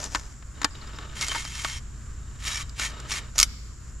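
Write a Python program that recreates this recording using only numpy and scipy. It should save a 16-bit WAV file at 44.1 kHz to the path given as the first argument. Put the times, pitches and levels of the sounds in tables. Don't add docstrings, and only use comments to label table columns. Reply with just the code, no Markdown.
import sys
import numpy as np
from scipy import signal
from scipy.fft import rfft, irfft, next_fast_len
from scipy.io import wavfile

SR = 44100
rng = np.random.default_rng(int(sys.argv[2]) if len(sys.argv) > 2 else 0)


def int16_out(signal):
    q = np.round(np.clip(np.atleast_2d(signal).T, -1, 1) * 32767)
    wavfile.write(sys.argv[1], SR, q.astype(np.int16))


N = 176400
TIME = np.arange(N) / SR

# pitch_hz, waver_hz, level_db
DRONE_PARTIALS = [(55,0.73,-41),(64.2,4.04,-48.5),(85.7,2.08,-49),(121.4,2.48,-50),(132.3,4.06,-55),(217.6,2.03,-62)]
# time_s, gain_db
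DRONE_SWELL = [(.3,-6),(1.3,-1.5),(2.5,0.5),(3.5,-2.5)]
# freq_hz, gain_db
AIR_EQ = [(25,-5),(45,-3),(110,-14),(170,-17),(300,-25.5),(500,-34),(850,-39.5),(1100,-29.5),(1500,-30.5),(2300,-40),(3700,-44.5),(5900,-37.5),(8500,-44),(13000,-56.5),(15500,-73)]
# freq_hz, gain_db
INSECT_EQ = [(5000, -49), (6500, -13), (7000, -2), (7600, -2.5), (8050, -17), (9000, -42)]
# freq_hz, correlation
BED_CORRELATION = [(50,0.86),(7000,0.62),(13000,0.3)]
# freq_hz, gain_db
BANK_EQ = [(200,0),(1300,-7),(5000,-5),(8000,-24),(14000,-4)]
# freq_hz, gain_db
BOAT_EQ = [(200,-13.5),(2000,-1.5),(6000,-15),(12000,-6)]

# start_s, attack_s, hold_end_s, release_s, level_db, hold_change_db
RUBS = [(.52,.036,0.71,.06,-51,-2),(.72,0.032,1.03,0.035,-50,3.5),(.98,0.038,1.37,.12,-50,3),(1.75,0.11,2.97,0.13,-61.5,4),(2.87,0.013,3.256,0.099,-47,0)]
# freq_hz, gain_db
RUB_EQ = [(150,-3),(400,-1),(800,-7),(1300,0),(2300,-8.5),(5500,-13),(9000,-33),(15000,-41)]
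# pitch_hz, width_hz, gain_db
SHAFT_MODES = [(2960,170,1.5),(3800,120,3.5)]
# start_s, attack_s, hold_end_s, release_s, level_db, hold_change_db
RUSTLES = [(-.05,0.035,0.067,0.048,-37,-4),(.05,0.069,0.17,0.31,-43.5,0.5),(3.334,0.024,3.44,.04,-42,4),(3.65,.25,3.84,0.13,-59,8)]
# freq_hz, gain_db
RUSTLE_EQ = [(150,1),(1500,-0.5),(4200,-7),(5700,3),(7100,0),(8500,-10),(12000,-20.5),(15500,-38)]
# start_s, pitch_hz, level_db
SQUEAKS = [(.745,3860,-47.5),(.808,4360,-48),(.866,5100,-51),(.953,5250,-48)]

# start_s, thud_db, crack_db, ring_hz, frame_vs_thud_db, crack_hz
KNOCKS = [(0.0304,-50,-39,810,-8,6000),(0.04,-52,-33.5,790,-6,7200),(.0598,-46,-42.5,900,-1,4400),(0.141,-60,-41,1310,-12,8200),(0.1477,-24.5,-29.5,975,-7,5300),(0.1556,-30,-34,1080,-7,6850),(.424,-50,-70,1540,-22,1600),(0.6162,-34.5,-36,1020,-1,7000),(0.6303,-38,-41,980,1,5400),(0.6445,-22.5,-20.5,1660,1.5,5000),(.986,-39,-47,1140,-1,3500),(1.2105,-39,-29.5,1300,-6,5600),(1.226,-44,-31,1310,-7,3800),(1.2824,-39,-28,1430,-9,8000),(1.3153,-32,-36,1113,-18,4200),(1.348,-28.5,-39,930,-14,2500),(1.3598,-34.5,-40,923,-15,4600),(1.45,-41,-38,1075,-4,4970),(1.6465,-25.5,-32,1136,-25,3100),(2.694,-64,-45.5,1300,-12,5000),(2.796,-33.5,-28.5,1450,-8,3300),(2.817,-34.5,-41,1940,-12,2500),(3.0,-64,-42.5,1500,-10,7500),(3.119,-39.5,-46,1880,-24,2300)]
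# freq_hz, gain_db
THUD_EQ = [(100,-27.5),(280,-4.5),(550,-3),(950,7),(1500,9),(4500,-4),(9000,-30.5)]
# freq_hz, gain_db
CRACK_EQ = [(500,-41),(2200,-24),(3600,2),(5100,4.5),(6000,0),(7100,6.5),(8400,-5.5),(12500,-17),(15500,-39)]
# pitch_hz, gain_db, t60_s
FRAME_MODES = [(294,-4,0.07),(472,-15.5,0.066),(835,-6.5,0.047),(1125,-6,0.051),(1970,-0.5,0.025),(3770,-6,.03)]

# time_s, level_db
SLIDE_ENVELOPE = [(1.12,-66),(1.17,-37),(1.2,-36.5),(1.22,-26),(1.26,-33.5),(1.38,-31),(1.43,-38),(1.49,-40.5),(1.6,-32.5),(1.69,-33),(1.78,-38.5),(1.805,-63)]
# start_s, attack_s, hold_end_s, release_s, level_db, hold_change_db
SHOVES = [(2.388,0.076,2.627,0.018,-26.5,-10),(2.747,0.047,2.856,0.073,-29,3),(3.069,0.039,3.185,0.033,-27,-4.5)]
# freq_hz, gain_db
SCRAPE_EQ = [(150,-10.5),(600,-14.5),(1050,-3.5),(2100,0),(2700,-1),(4400,-1),(6100,-1),(7000,3),(8100,-5.5),(9600,-7.5),(13000,-22.5),(15500,-38)]
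# pitch_hz, width_hz, slide_db, shove1_db, shove2_db, shove3_db
TUBE_MODES = [(1180,130,-7,-4,-14,-7),(1960,104,-7,-11,6.5,-4),(2146,50,5.5,-14,1,4.5),(2316,68,-4,-3,3,2),(2705,60,-1,-13,4,-4),(3127,39,10,5.5,6,-2),(3865,40,-1,5,1,-1),(5550,130,0.5,1.5,-10,3.5)]

# start_s, level_db, pitch_hz, collar_ring_db
SNAPS = [(3.38,-16,6800,-12),(3.3882,-11,6740,-13),(3.399,-10,6500,-11),(3.4114,-16.5,4900,2),(3.418,-22.5,4900,-6),(3.428,-9,5650,3)]
# freq_hz, gain_db
SNAP_EQ = [(150,-31),(700,-23.5),(1300,0.5),(1650,-11),(2050,-3),(3300,-3),(4900,2),(6800,2.5),(8500,-5.5),(12000,-10.5),(15500,-35)]
# pitch_hz, width_hz, gain_db
COLLAR_MODES = [(2205,100,4),(3120,69,5),(4500,150,-9)]

# time_s, left_minus_right_db
HANDLE_PAN = [(0,3),(.7,3),(1.3,0),(2.6,0.5),(3.4,0)]
# freq_hz, left_minus_right_db
CLOSE_BALANCE = [(60,-12),(290,-3),(640,2),(3100,-1),(6820,0),(15000,5.5)]


def from_db(db):
    return 10 ** (np.asarray(db) / 20)


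def unit_rms(x):
    return x / np.sqrt(np.mean(x ** 2) + 1e-20)


def automation(points):
    return np.interp(TIME, *np.transpose(points))


def at_hz(points, hz):
    freqs, values = np.transpose(points)
    return np.interp(np.log(hz + 1), np.log(freqs), values)


def equalise(x, eq):
    size = 2 * next_fast_len(x.shape[-1])
    gain = unit_rms(from_db(at_hz(eq, np.arange(size // 2 + 1) * SR / size)))
    cepstrum = irfft(np.log(gain))
    cepstrum[1:size // 2] *= 2
    cepstrum[size // 2 + 1:] = 0
    return irfft(rfft(x, size) * np.exp(rfft(cepstrum)))[..., :x.shape[-1]]


def resonance(x, hz, width_hz):
    radius = np.exp(-np.pi * width_hz / SR)
    feedback = [1, -2 * radius * np.cos(2 * np.pi * hz / SR), radius ** 2]
    return signal.lfilter(np.array([1, 0, -1]) * (1 - radius ** 2) / 2, feedback, x)


def drift(hz):
    lowpass = signal.butter(2, hz, fs=SR, output="sos")
    return unit_rms(signal.sosfilt(lowpass, rng.standard_normal(N + SR))[SR:])


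def add(out, start_s, x):
    i = int(start_s * SR)
    out[..., i:i + x.shape[-1]] += x[..., :N - i]


def ping(t, hz, db, t60_s):
    return from_db(db - 60 * t / t60_s) * np.sin(2 * np.pi * hz * t)


def burst(decay_s, rise_s):
    t = TIME[:SR // 5]
    x = rng.choice([-1, 1], len(t)) * from_db(-60 * t / decay_s) * (1 - np.exp(-(t / rise_s) ** 2))
    for _ in range(2):
        spectrum = rfft(x)
        white = irfft(spectrum / (abs(spectrum) + 1e-9))
        x = white * from_db(-15 * t / decay_s) * (1 - np.exp(-t / rise_s))
    return x * np.sqrt(SR / 100 / np.sum(x ** 2))


def strokes(rows, fade_db=29):
    gain = np.zeros(N)
    for start, attack, hold_end, release, db, change in rows:
        times = [start, start + attack, hold_end, hold_end + release]
        levels = [db - fade_db, db, db + change, db + change - fade_db]
        gain += from_db(np.interp(TIME, times, levels, left=-200, right=-200))
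    return gain


def friction(eq, slips_per_s, spread_db, judder_db, judder_hz):
    slips = (rng.random(N) < slips_per_s / SR) * rng.choice([-1, 1], N)
    sizes = from_db(spread_db * np.minimum(rng.exponential(1, N), 4))
    clumps = from_db(judder_db * drift(judder_hz))
    return unit_rms(equalise(slips * sizes * clumps, eq))


def stereo(mid, side, correlation):
    return np.sqrt(1 + correlation) * mid + np.sqrt(1 - correlation) * side * [[1], [-1]]


def noise_bed(eq):
    correlation = at_hz(BED_CORRELATION, np.arange(N // 2 + 1) * SR / N)
    mid, side = rfft(rng.standard_normal((2, N)))
    return unit_rms(equalise(irfft(stereo(mid, side, correlation)), eq))


def river_ambience():
    drone = np.zeros(N)
    for hz, waver_hz, db in DRONE_PARTIALS:
        pitch_hz = hz + waver_hz * drift(hz=2.96)
        drone += from_db(db) * unit_rms(np.sin(2 * np.pi * np.cumsum(pitch_hz) / SR))
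    air = from_db(-42.5 + 0.9 * drift(hz=4.7)) * noise_bed(AIR_EQ)
    insects = from_db(-55.5) * noise_bed(INSECT_EQ)
    return drone * from_db(automation(DRONE_SWELL)) + air + insects


def reflections(x, eq, predelay_s, t60_s, correlation):
    mid, side = rng.standard_normal((2, SR)) * from_db(-60 * TIME[:SR] / t60_s)
    tail = stereo(mid, side, correlation)
    tail = equalise(tail / np.sqrt(np.sum(tail ** 2) / 2), eq)
    out = np.zeros((2, N))
    add(out, predelay_s, signal.fftconvolve(x[None], tail, axes=1))
    return out


def boat_jolt(start_s):
    return -ping(np.maximum(TIME - start_s, 0), hz=35.6, db=-22, t60_s=0.27)


def handling():
    rub = friction(RUB_EQ, slips_per_s=12000, spread_db=2.5, judder_db=2.5, judder_hz=39.3)
    shaft = sum(from_db(db) * resonance(rub, hz, width) for hz, width, db in SHAFT_MODES)
    rustle = friction(RUSTLE_EQ, slips_per_s=3700, spread_db=3.5, judder_db=2.0, judder_hz=80)
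    return strokes(RUBS) * unit_rms(rub + shaft) + strokes(RUSTLES) * rustle


def mesh_squeaks():
    out = np.zeros(N)
    swell = np.hanning(int(0.02 * SR))
    for start_s, hz, db in SQUEAKS:
        squeak = unit_rms(resonance(rng.standard_normal(len(swell)), hz, width_hz=220))
        add(out, start_s, from_db(db) * swell * squeak)
    return out


def frame_knocks():
    thuds, cracks, rings = np.zeros((3, N))
    t = TIME[:SR // 5]
    for start_s, thud_db, crack_db, ring_hz, frame_db, crack_hz in KNOCKS:
        add(thuds, start_s, from_db(thud_db) * burst(decay_s=0.043, rise_s=0.00019))
        crack = burst(decay_s=0.029, rise_s=0.00026)
        crack_tone = from_db(4) * resonance(crack, crack_hz, width_hz=560)
        add(cracks, start_s, from_db(crack_db) * (crack + crack_tone))
        frame = sum(rng.choice([-1, 1]) * ping(t, *mode) for mode in FRAME_MODES)
        tube = ping(t, ring_hz, db=1.5, t60_s=0.058)
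        add(rings, start_s, from_db(thud_db) * (tube + from_db(frame_db) * frame))
    return equalise(thuds, THUD_EQ) + from_db(-3) * equalise(cracks, CRACK_EQ) + rings


def tube_scrape():
    grating = friction(SCRAPE_EQ, slips_per_s=4500, spread_db=2.5, judder_db=1.82, judder_hz=79)
    sliding = (TIME > SLIDE_ENVELOPE[0][0]) & (TIME < SLIDE_ENVELOPE[-1][0])
    slide = from_db(automation(SLIDE_ENVELOPE)) * sliding * grating
    catches = (rng.random(N) < 130 / SR) * rng.uniform(-1, 1, N)
    grit = from_db(-11.5) * unit_rms(resonance(catches, hz=1900, width_hz=1000))
    moves = np.array([slide] + [strokes([shove]) * (grating + grit) for shove in SHOVES])
    ringing = np.zeros(N)
    for hz, width_hz, *sends_db in TUBE_MODES:
        drive = from_db(sends_db) @ moves
        wander = from_db(4.5 * drift(hz=8.8))
        ringing += resonance(drive * wander, hz, width_hz)
    return from_db(-3.5) * moves.sum(axis=0) + from_db(-4.5) * ringing


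def lock_snaps():
    out = np.zeros(N)
    for start_s, db, hz, collar_db in SNAPS:
        snap = burst(decay_s=0.015, rise_s=0.00098)
        rattle = from_db(-3.5) * burst(decay_s=0.056, rise_s=0.00098)
        tone = from_db(7.5) * resonance(snap, hz, width_hz=350)
        collar = sum(from_db(gain_db) * resonance(snap, mode_hz, width_hz)
                     for mode_hz, width_hz, gain_db in COLLAR_MODES)
        add(out, start_s, from_db(db) * (snap + rattle + tone + from_db(collar_db) * collar))
    return from_db(-8.3) * equalise(out, SNAP_EQ)


def close_image(x, left_lag_s=0.000012):
    hz = np.arange(N // 2 + 1) * SR / N
    left = from_db(at_hz(CLOSE_BALANCE, hz) / 2) * np.exp(-1j * np.pi * hz * left_lag_s)
    return irfft(rfft(x) * np.array([left, 1 / left]))


def scene():
    handle = tube_scrape() + handling() + mesh_squeaks() + lock_snaps() + frame_knocks()
    pan_db = automation(HANDLE_PAN)
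    direct = handle * from_db([pan_db / 2, -pan_db / 2])
    boat = reflections(handle, BOAT_EQ, predelay_s=0.001495, t60_s=0.035, correlation=-0.22)
    banks = reflections(handle, BANK_EQ, predelay_s=0.06, t60_s=1, correlation=0)
    close = close_image(direct + from_db(-9.5) * boat)
    return close + from_db(-25) * banks + river_ambience() + boat_jolt(start_s=3.395)


def record(dry):
    lowpass = signal.cheby2(12, 60, 16300, fs=SR, output="sos")
    return signal.sosfilt(lowpass, np.clip(dry, -1, 1))


dry = scene()
out = record(dry)
int16_out(out)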